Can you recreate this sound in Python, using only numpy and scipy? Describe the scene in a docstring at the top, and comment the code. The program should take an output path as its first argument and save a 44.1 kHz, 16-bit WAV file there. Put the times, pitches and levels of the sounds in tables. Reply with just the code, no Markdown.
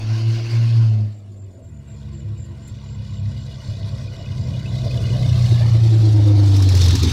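"""A six-cylinder car revs out a low gear far down a quiet street, then the throttle closes and it changes up.
Two crickets chirp as it rolls nearer: exhaust orders hum, tyres and engine bay hiss with an echo off the road.
Hard firings thump in the silencer, a dry tick sounds near the microphone and the valve gear pings.
The car slows as it passes, gas spits from the tail pipe and the small microphone overloads on the boom."""
import sys
import numpy as np
from scipy import signal
from scipy.fft import rfft, irfft, next_fast_len
from scipy.io import wavfile
from scipy.ndimage import uniform_filter1d, map_coordinates

SR = 44100
rng = np.random.default_rng(int(sys.argv[2]) if len(sys.argv) > 2 else 0)


def output_pcm(signal):
    """Save a mono or channel-first signal as 16-bit PCM at the path in sys.argv[1].

    Samples are clipped to [-1, 1] before scaling.
    """
    pcm = np.clip(np.atleast_2d(signal).T, -1, 1) * 32767
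    wavfile.write(sys.argv[1], SR, np.round(pcm).astype(np.int16))


N = 314200

# swelling and fading of the exhaust note: time_s, level_db
EXHAUST_LEVEL = [(0, -27), (.12, -15.5), (.2, -21), (.29, -13), (.39, -21), (.5, -24), (.54, -15.5),
                 (.6, -13), (.7, -14.5), (.79, -10), (.88, -14), (1.03, -15), (1.16, -35), (1.47, -40.5),
                 (1.6, -47), (1.75, -33), (1.85, -37), (2.1, -29.5), (2.66, -36), (2.9, -30), (3.08, -31),
                 (3.3, -26), (3.5, -29), (3.61, -32.5), (3.98, -25.5), (4.15, -33.5), (4.3, -26.5),
                 (4.42, -23), (4.55, -23), (4.64, -25.5), (4.75, -20.5), (5.02, -20), (5.21, -15),
                 (5.57, -11), (5.66, -13), (5.74, -9.5), (5.805, -12.5), (5.83, -8.5), (5.95, -9),
                 (6.3, -6), (6.72, -9.5), (6.8, -10.8), (6.92, -12), (6.99, -21), (7.03, -15.5),
                 (7.12, -19)]
# how unevenly the cylinders fire, even under load, lumpy off it: time_s, level_db (against the exhaust note)
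FIRING_UNEVENNESS = [(0, -22), (1.05, -15.5), (1.4, -0.5), (4.5, 0.5), (5.4, -4.5), (5.9, -10.5),
                     (6.3, -13.5), (6.8, -13), (7, -1), (7.12, -7.5)]
# loudness of the hard-revving engine far down the street: time_s, level_db
REVVING_LEVEL = [(0, -41.5), (.45, -39), (.7, -40), (.85, -45), (1, -53), (1.15, -63.5), (1.3, -100)]
# the tail of the car swings into earshot: time_s, level_db
TAIL_LEVEL = [(6, -59), (6.3, -29), (6.45, -12.5), (6.6, -9.5), (6.75, -5.5), (6.9, -2), (7, -1.5),
              (7.12, 1.5)]
# colour of the fine hiss: pitch_hz, relative_db (per Hz)
HISS_COLOUR = [(5000, -31), (7000, 0.5), (8500, -4.5), (10500, -10.5), (13000, -13), (15800, -21.5)]


def amp(db):
    """Turns decibels into gain: 20 dB is ten times the amplitude."""
    return 10 ** (np.asarray(db) / 20)


def unit(x):
    """Scales a sound to an rms (average strength) of 1."""
    return x / np.sqrt(np.mean(x ** 2) + 1e-20)


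def along(points, hz):
    """Reads a curve of (Hz, value) points on a log pitch axis."""
    point_hz, values = np.transpose(points)
    return np.interp(np.log(hz + 1), np.log(point_hz + 1), values)


def curves(rows):
    """Joins timed rows by straight lines: one value per sample for each column after the time."""
    time_s, *columns = np.transpose(rows)
    return [np.interp(np.arange(N) / SR, time_s, column) for column in columns]


def wobble(rate):
    """Draws a smooth random curve through chance values, rate of them a second."""
    values = rng.standard_normal(int(N * rate / SR) + 4)
    return map_coordinates(values, [np.arange(N) * rate / SR])


def ring(x, modes):
    """Passes x through resonances (centre Hz, width Hz, dB), added with alternating sign."""
    m = next_fast_len(N + SR // 2)
    f = np.fft.rfftfreq(m, 1 / SR)
    gain = 0
    for k, (centre, width, db) in enumerate(modes):
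        resonance = 1j * f * width / (centre * centre - f * f + 1j * f * width)
        gain = gain + (-1) ** k * amp(db) * resonance
    return irfft(rfft(x, m) * gain, m)[:N]


def rush(spectrum, patchy_db, turn=1.156):
    """Patchy coloured noise of rms 1, heard straight and once more off the road; turn is in radians."""
    # echo off the road: time_s, delay_ms, strength (0-1)
    road_echo = [(0, 1.6, .25), (1, 1.6, .25), (1.6, 2.15, .5), (2.8, 2.12, .7), (4.6, 2.1, .75),
                 (5.1, 2.05, .7), (5.5, 1.9, .5), (5.9, 1.6, .25), (7.12, 1.1, .1)]
    hz, t, z = signal.stft(rng.standard_normal(N), SR, nperseg=1024)
    patches = uniform_filter1d(uniform_filter1d(rng.standard_normal(z.shape), 8, 0), 4, 1)
    time_s, delay_ms, strength = np.transpose(road_echo)
    lag_s = np.interp(t, time_s, delay_ms) / 1000
    # the rough surface scatters the treble, so the echo fades above a few kHz
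    share = np.clip(np.interp(t, time_s, strength), 0, .9) / (1 + (hz[:, None] / 3500) ** 6)
    # the glancing bounce turns the phase, which shifts the notches where echo and sound cancel
    echo = share * np.exp(1j * (turn - 2 * np.pi * hz[:, None] * lag_s))
    comb = np.abs(1 + echo) / np.sqrt(1 + share ** 2)
    colour_db = along(spectrum, hz)[:, None] + patchy_db * unit(patches)
    z = z * comb * amp(colour_db)
    return unit(signal.istft(z, SR, nperseg=1024)[1][:N])


def bursts(events, spectrum, rise, fall, trim_db):
    """Short swells of coloured noise at given times, with rise and fall time constants in seconds."""
    shape, t = np.zeros(N + SR), np.arange(SR // 10) / SR
    swell = (1 - np.exp(-t / rise)) * np.exp(-t / fall)
    for start_s, db in events:
        shape[round(start_s * SR):][:len(t)] += amp(db + trim_db) * swell
    return shape[:N] * rush(spectrum, patchy_db=3.0)


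def firings():
    """Firing rate, and its running total: the count of firings so far."""
    # engine speed, revving out, changing up, slowing: time_s, firing_rate_hz
    engine_speed = [(0, 108), (.2, 112.1), (.4, 114.2), (.7, 115.5), (.8, 114), (1, 106.6), (1.18, 103.5),
                    (1.47, 96.36), (1.8, 69.8), (2.4, 68.99), (3.6, 66.42), (5.02, 63.21), (5.21, 62.1),
                    (5.74, 57.2), (5.86, 56.4), (6.19, 52.74), (6.6, 48.8), (6.93, 42.7), (7.12, 40)]
    hz, = curves(engine_speed)
    return hz, np.cumsum(hz) / SR


def firing_samples():
    """Finds the samples where the count of firings passes a whole number."""
    return np.flatnonzero(np.diff(np.floor(firings()[1])))


def at_firings(sizes):
    """Places one impulse of the given size at each firing."""
    out, at = np.zeros(N), firing_samples()
    out[at] = sizes[:len(at)]
    return out


def layer_levels():
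    """Level in dB of each noise layer: powers of distant revving, nearing front, passing tail and street add up."""
    # how loud the nearing car reaches the listener: time_s, engine_bay_db, exhaust_roar_db, tyres_db
    nearness = [(0, -29.5, -6.5, -8), (1, -29, -5.5, -16), (1.15, -30, -17.5, -21),
                (1.3, -30.5, -17.5, -24), (1.6, -34, -14.5, -23), (1.8, -33, -22, -20.5),
                (2, -22, -18.5, -16), (2.5, -25, -15.5, -15), (2.75, -17.5, -17.5, -14),
                (3.3, -15.5, -14.5, -12.5), (3.6, -11, -9, -11.5), (3.9, -12, -8, -10.5),
                (4.6, -9.5, -4.5, -8), (4.95, -4.5, 0.5, -6), (5.6, -1.5, -2, -0.5), (6.05, -3, 1.5, -4.5),
                (6.33, -5, 0, -3.5), (6.45, -2.5, 2, -1.5), (6.8, 1, 2, -3), (7, -7.5, -13, -6),
                (7.12, -6, -11, -9)]
    # one row each for roar, tyres, engine bay, fine hiss, tail-pipe growl: over_revving_db,
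    # front_closest_db, growth (dB per dB of nearness), tail_closest_db, quiet_street_db
    layer_table = [(-6, -35.5, 1.09, -55.5, -64), (-8, -41, 1.0853, -38, -73.5),
                   (-10.5, -38, 1.033, -29, -77.5), (-19.5, -48.5, 1.44, -43, -71),
                   (-15, -38, 1.4, -28.5, -53.5)]
    revs_db, tail_db = curves(REVVING_LEVEL)[0], curves(TAIL_LEVEL)[0]
    bay_db, roar_db, tyre_db = curves(nearness)
    near = [roar_db, tyre_db, bay_db, bay_db, roar_db]
    levels = []
    for (over_db, front_db, growth, closest_db, quiet_db), near_db in zip(layer_table, near):
        revving = amp(revs_db + over_db) ** 2
        front = amp(front_db + growth * near_db) ** 2
        tail = amp(tail_db + closest_db) ** 2
        levels.append(10 * np.log10(revving + front + tail + amp(quiet_db) ** 2))
    return levels


def exhaust():
    """Clean firing orders, plus wavering in-between orders: no two cylinders push alike."""
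    # what the exhaust passes of firing orders 1, 2 and 3, one list each: pitch_hz, gain_db
    order_gains = [
        [(45, -35.5), (56, -28), (68, -7), (85, -1.5), (116, -0.5)],
        [(82, 0), (119, -1.5), (136, -6), (170, -10), (205, -15.5), (230, -26)],
        [(122, -11.5), (136, -19.5), (158, -26), (175, -23), (205, -12.5), (265, -13.5), (345, -25.5)],
    ]
    # in-between orders: multiple (of the four-stroke cycle), relative_db
    uneven_orders = [(5, -18), (7, -19), (8, -9), (9, -5), (10, -12.5), (11, -9.5), (13, -11), (14, -16),
                     (15, -2.5), (16, -14), (21, -5), (24, -8)]
    # what the exhaust pipe passes of them: pitch_hz, gain_db
    pipe_gain = [(20, -5.5), (60, -3.5), (100, 1), (125, -2.5), (170, -14.5), (250, -21), (400, -31)]
    fades_below_hz, steady_s = 243, 0.61  # only the boom swells quickly; higher orders follow the mean level
    linger_db, waver_db = 11, 4.5  # higher orders stay at most this far above a fading boom, and come and go
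    lift_s, lift_db = 0.85, -20  # the throttle closes and the third order drops until the next gear

    hz, turns = firings()
    note_db, = curves(EXHAUST_LEVEL)
    mean_db = uniform_filter1d(note_db, size=int(steady_s * SR))
    steady_db = np.minimum(mean_db, note_db + linger_db)
    lifted_db, = curves([(lift_s - .03, 0), (lift_s + 0.026, lift_db), (1.5, lift_db), (1.62, 0)])
    hum = 0
    for k in range(1, 4):
        quick = 1 / (1 + (k * hz / fades_below_hz) ** 10)
        db = steady_db + quick * (note_db - steady_db) + along(order_gains[k - 1], k * hz)
        db = db + (k == 3) * lifted_db + (1 - quick) * waver_db * wobble(7)
        tone = np.sin(2 * np.pi * k * turns + 0.86 * (k - 1))
        hum = hum + np.sqrt(2) * amp(db + .5 * wobble(16)) * tone

    burble = 0
    for k, db in uneven_orders:
        phase = 2 * np.pi * (k / 6 * turns + rng.random()) + .6 * wobble(7)
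        level_db = db + along(pipe_gain, k / 6 * hz) + 4 * wobble(6)
        burble = burble + amp(level_db) * np.sin(phase)
    return hum + amp(note_db + curves(FIRING_UNEVENNESS)[0]) * burble


def car_noise():
    """Noise from roar, tyres, bay and hiss; bay and hiss throb with the firings, the treble flickers together."""
    # colours of the revving engine, exhaust roar, tyres and engine bay: pitch_hz, relative_db (per Hz)
    revving_colour = [(600, -28.5), (760, -25), (1020, 6.5), (1250, -10.5), (1610, 1.5), (1950, -9),
                      (2150, -1), (2930, 0), (3200, -5.5), (3670, -9), (4450, 1.5), (5600, -6.5),
                      (6600, -10.5), (8000, -36.5)]
    roar_colour = [(30, -2), (60, 1.5), (260, -11.5), (350, -4), (430, -6.5), (560, -6.5), (660, -7),
                   (740, -11.5), (900, -20.5), (1500, -63.5)]
    tyre_colour = [(500, -22.5), (800, 5), (1100, 2), (1600, -1.5), (2200, -1.5), (2800, -3.5), (3300, -8),
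                   (5000, -58.5)]
    bay_colour = [(2000, -22), (2900, -4.5), (3600, 4), (4500, 3), (5500, -0.5), (6500, -7), (7800, -30.5),
                  (10000, -60.5)]
    roar_db, tyre_db, bay_db, hiss_db = layer_levels()[:4]
    revs_db, = curves(REVVING_LEVEL)
    turns = firings()[1]
    throb = unit(1 + 0.071 * np.cos(2 * np.pi * turns) + 0.15 * np.cos(np.pi * turns))
    flicker_db = .7 * wobble(14) + wobble(45)
    revving = amp(revs_db + 1.2 * flicker_db) * rush(revving_colour, patchy_db=2.5)
    roar = amp(roar_db + wobble(15)) * rush(roar_colour, patchy_db=3.0)
    tyres = amp(tyre_db + 0.41 * flicker_db) * rush(tyre_colour, patchy_db=2.5)
    bay = amp(bay_db + flicker_db) * rush(bay_colour, patchy_db=2.5)
    hiss = amp(hiss_db + 1.56 * flicker_db) * rush(HISS_COLOUR, patchy_db=2.5)
    # while it revs, its own colour rules, so tyres and bay give way
    near = np.sqrt(1 - .9 * np.clip(amp(revs_db + 40.5), 0, 1))
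    return roar + revving + near * (tyres + throb * bay) + throb * hiss


def lumps():
    """Chance in each firing's strength rings the silencer, turbulence the tail pipe; a few hard firings stand out."""
    # resonances of the silencer, then of the tail pipe: pitch_hz, width_hz, relative_db
    silencer_modes = [(105.3, 20.7, 0)]
    growl_modes = [(182.5, 45.4, -0.5), (269, 100, 0), (390.86, 96, -2.5), (488.6, 43, -6)]
    # single hard firings that ring the silencer: start_s, relative_db (before the rise and decay)
    hard_firings = [(1.476, -29.5), (1.649, -28.5), (2.395, -22.5), (2.713, -21), (2.998, -22),
                    (3.685, -17), (3.823, -18.5), (4.205, -21), (4.377, -16), (5.031, -14), (5.347, -22)]
    boom_grows, boom_trim_db = 1.38, -3  # chance firings follow the unevenness more steeply
    turbulence_db = 4  # the growl breaks into gusts close to the tail pipe

    boom_db = curves(EXHAUST_LEVEL)[0] + boom_trim_db + boom_grows * curves(FIRING_UNEVENNESS)[0]
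    growl_db = layer_levels()[4] + turbulence_db * amp(curves(TAIL_LEVEL)[0]) * wobble(35)
    chance_firings = at_firings(rng.standard_normal(1000))
    boom = unit(ring(ring(chance_firings, silencer_modes), silencer_modes))
    growl = unit(ring(ring(rng.standard_normal(N), growl_modes), growl_modes))
    thumps, t = np.zeros(N + SR), np.arange(SR // 10) / SR
    for start_s, db in hard_firings:
        decay = amp(db - 60 * t / 0.25)  # falls 60 dB per 0.25 s
        thump = decay * (1 - np.exp(-t / 0.0019)) * np.sin(2 * np.pi * 104 * t)
        thumps[round(start_s * SR):][:len(t)] += thump
    return amp(boom_db) * boom + amp(growl_db) * growl + thumps[:N]


def valve_gear():
    """Ticks of scattered size at the firings rattle each panel by chance; the loudest ping on one note."""
    # resonances of the engine bay panels: pitch_hz, width_hz, relative_db
    panel_modes = [(2070, 160, 1), (2499.6, 71, -0.5), (2920, 90, 7), (3558, 280, 1.5), (3777, 84, -8.5),
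                   (4376, 160, 0.5), (4750, 230, -3), (5640, 110, -5.5)]
    # metallic pings of the valve gear: start_s, relative_db (before trim, rise and decay), pitch_hz
    ping_list = [(4.0745, -33, 2447), (4.26, -31.5, 2526), (4.538, -36, 2470), (4.5942, -34.5, 2920),
                 (4.658, -26.5, 2603), (4.9085, -26.5, 2524), (5.0378, -27, 2887), (5.0908, -30, 2496),
                 (5.227, -33.5, 2538), (5.339, -32.5, 2686), (5.526, -36.5, 2794)]
    bay_db = layer_levels()[2]
    rattle = 0
    for hz, width, db in panel_modes:
        ticks = at_firings(np.clip(rng.standard_normal(1000) ** 3, -5, 5))
        rattle = rattle + ring(ring(ticks, [(hz, width, db)]), [(hz, width, 0)])
    pings, t = np.zeros(N + SR), np.arange(SR // 20) / SR
    for start_s, db, hz in ping_list:
        decay = amp(db + 2.5 - 60 * t / 0.0339)
        ping = decay * (1 - np.exp(-t / 0.0041)) * np.sin(2 * np.pi * hz * t)
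        pings[round(start_s * SR):][:len(t)] += ping
    # the body hides the bay once the nose is past
    facing = np.interp(np.arange(N) / SR, [5.5, 6], [1, .1])
    return facing * amp(bay_db - 4.0) * unit(rattle) + pings[:N]


def hums():
    """Faint hums: noise rung through narrow resonances wavers around one pitch and fades in and out."""
    # the hums: pitch_hz, width_hz (of each of two resonances), start_s, end_s, start_db, end_db (before fades)
    hum_bands = [(366, 19.7, 1.17, 1.76, -54.5, -57), (338, 21.8, 2.03, 2.807, -48.5, -55),
                 (476, 18, 1.75, 3.28, -60, -62.5), (662.4, 21, 0.72, 5.6, -68.5, -50)]
    t, out = np.arange(N) / SR, 0
    for hz, width, start_s, end_s, start_db, end_db in hum_bands:
        mode = [(hz, width, 0)]
        band = unit(ring(ring(rng.standard_normal(N), mode), mode))
        level = amp(np.interp(t, [start_s, end_s], [start_db, end_db]))
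        fade = np.interp(t, [start_s, start_s + 0.16, end_s - .2, end_s], [0, 1, 1, 0])
        out = out + band * level * fade
    return out


def chirps():
    """Each cricket chirps at its own pace, swelling and fading: rows of (s, relative dB, Hz)."""
    # timing of each cricket: first_s, last_s, period_s, period_growth_s (per chirp)
    cricket_pace = [(.875, 4.7, .2512, 0), (1.3, 4.7, .2128, .0016)]
    # song of each: wing_pitch_hz, loudest_db (relative), loudest_at_s, fade_before, fade_after (dB per s)
    cricket_song = [(7370, -53.5, 2.4, 7, 3.2), (7090, -61.5, 2.3, 5, 1.5)]
    scatter_db = 1
    rows, k = [], np.arange(20)
    for (first, last, period, grows), (hz, db, top, before, after) in zip(cricket_pace, cricket_song):
        start_s = first + period * k + grows * k * (k - 1) / 2
        level_db = db - np.maximum(before * (top - start_s), after * (start_s - top))
        level_db = level_db + scatter_db * rng.standard_normal(20)
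        rows += [(s, level, hz) for s, level in zip(start_s, level_db) if s < last]
    return rows


def crickets():
    """Each wing stroke is a short tone that sags in pitch; four strokes, the first softer, make a chirp."""
    out, t = np.zeros(N + SR), np.arange(round(0.0208 * SR)) / SR
    stroke = np.sin(np.pi * t / t[-1]) ** .9
    for start_s, db, hz in chirps():
        luck = rng.standard_normal((4, 2))
        for k in range(4):
            pitch_hz = hz * (1 + 0.0044 * luck[k, 0])
            tone = np.sin(2 * np.pi * (pitch_hz * t - 2500 * (t - .008) ** 2))  # sags 5000 Hz per s
            swell_db = -4 * (k == 0) + 0.85 * luck[k, 1]
            at = round((start_s - .008 + k * .0213) * SR)
            out[at:][:len(t)] += 1.62 * amp(db + swell_db) * stroke * tone
    # hedges and house fronts smear the chirps into one another
    tail = rng.standard_normal(SR // 4) * amp(-60 * np.arange(SR // 4) / SR / 1.4)
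    return out[:N] + .3 * signal.fftconvolve(out, tail / np.linalg.norm(tail))[:N]


def dry_tick():
    """A dry tick near the microphone: one very short burst of hiss."""
    # the tick: start_s, relative_db (before trim, rise and fall)
    tick_event = [(2.6758, -44.5)]
    return bursts(tick_event, HISS_COLOUR, rise=.008, fall=0.0049, trim_db=10.5)


def puffs():
    """Gas spits from the tail pipe: listed loud puffs, plus one at each of the last forty firings."""
    # loud puffs as the tail goes by: start_s, relative_db (before trim, rise and fall)
    loud_puffs = [(6.5636, -19), (6.622, -19), (6.6882, -17), (6.7494, -18), (6.7714, -19), (6.8148, -16),
                  (6.8387, -21.5), (6.8584, -20), (6.881, -16), (6.9064, -17), (6.9526, -13), (7.0288, -14)]
    # colour of gas leaving the tail pipe: pitch_hz, relative_db (per Hz)
    spit_colour = [(1500, -13.5), (2500, -1.5), (3600, -22), (5200, 5.5), (6500, -4.5), (8500, -13),
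                   (11500, -16.5), (15800, -26)]
    puff_db, scatter_db = -21.5, 6.5  # before the same trim; each is up to scatter_db weaker by chance
    at = firing_samples()
    db = puff_db + curves(TAIL_LEVEL)[0][at] - scatter_db * rng.random(1000)[:len(at)]
    small_puffs = list(zip(at / SR, db))[-40:]
    return bursts(loud_puffs + small_puffs, spit_colour, rise=0.002, fall=0.007, trim_db=-5.0)


def scene():
    """Adds up the car, the faint hums, the crickets, the tick and the puffs."""
    car = exhaust() + car_noise() + lumps() + valve_gear()
    return (car + hums() + crickets() + dry_tick() + puffs())[None]


def record(dry):
    """The microphone flattens the tops of a sustained boom; nothing is kept above the band limit."""
    # headroom sags under a sustained boom: rms_level_db, ceiling (amplitude)
    headroom_sag = [(-10.8, .55), (-9.8, .355)]
    sag_s, top_hz = .07, 15830  # averaging time of the sag; band limit
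    knee, rides_above_hz = 10.4, 870  # sharpness of the flattening; treble above this rides on the flat tops
    power = np.abs(uniform_filter1d(dry ** 2, size=int(sag_s * SR)))
    ceiling = np.interp(10 * np.log10(power + 1e-12), *np.transpose(headroom_sag))
    m = next_fast_len(N + 8192)
    hz = np.fft.rfftfreq(m, 1 / SR)
    boom = irfft(rfft(dry, m) / (1 + (hz / rides_above_hz) ** 4), m)[..., :N]
    flattened = boom / (1 + np.abs(boom / ceiling) ** knee) ** (1 / knee)
    x = dry - boom + flattened
    return irfft(rfft(x, m) * (hz < top_hz), m)[..., :N]


dry = scene()
out = record(dry)
output_pcm(out)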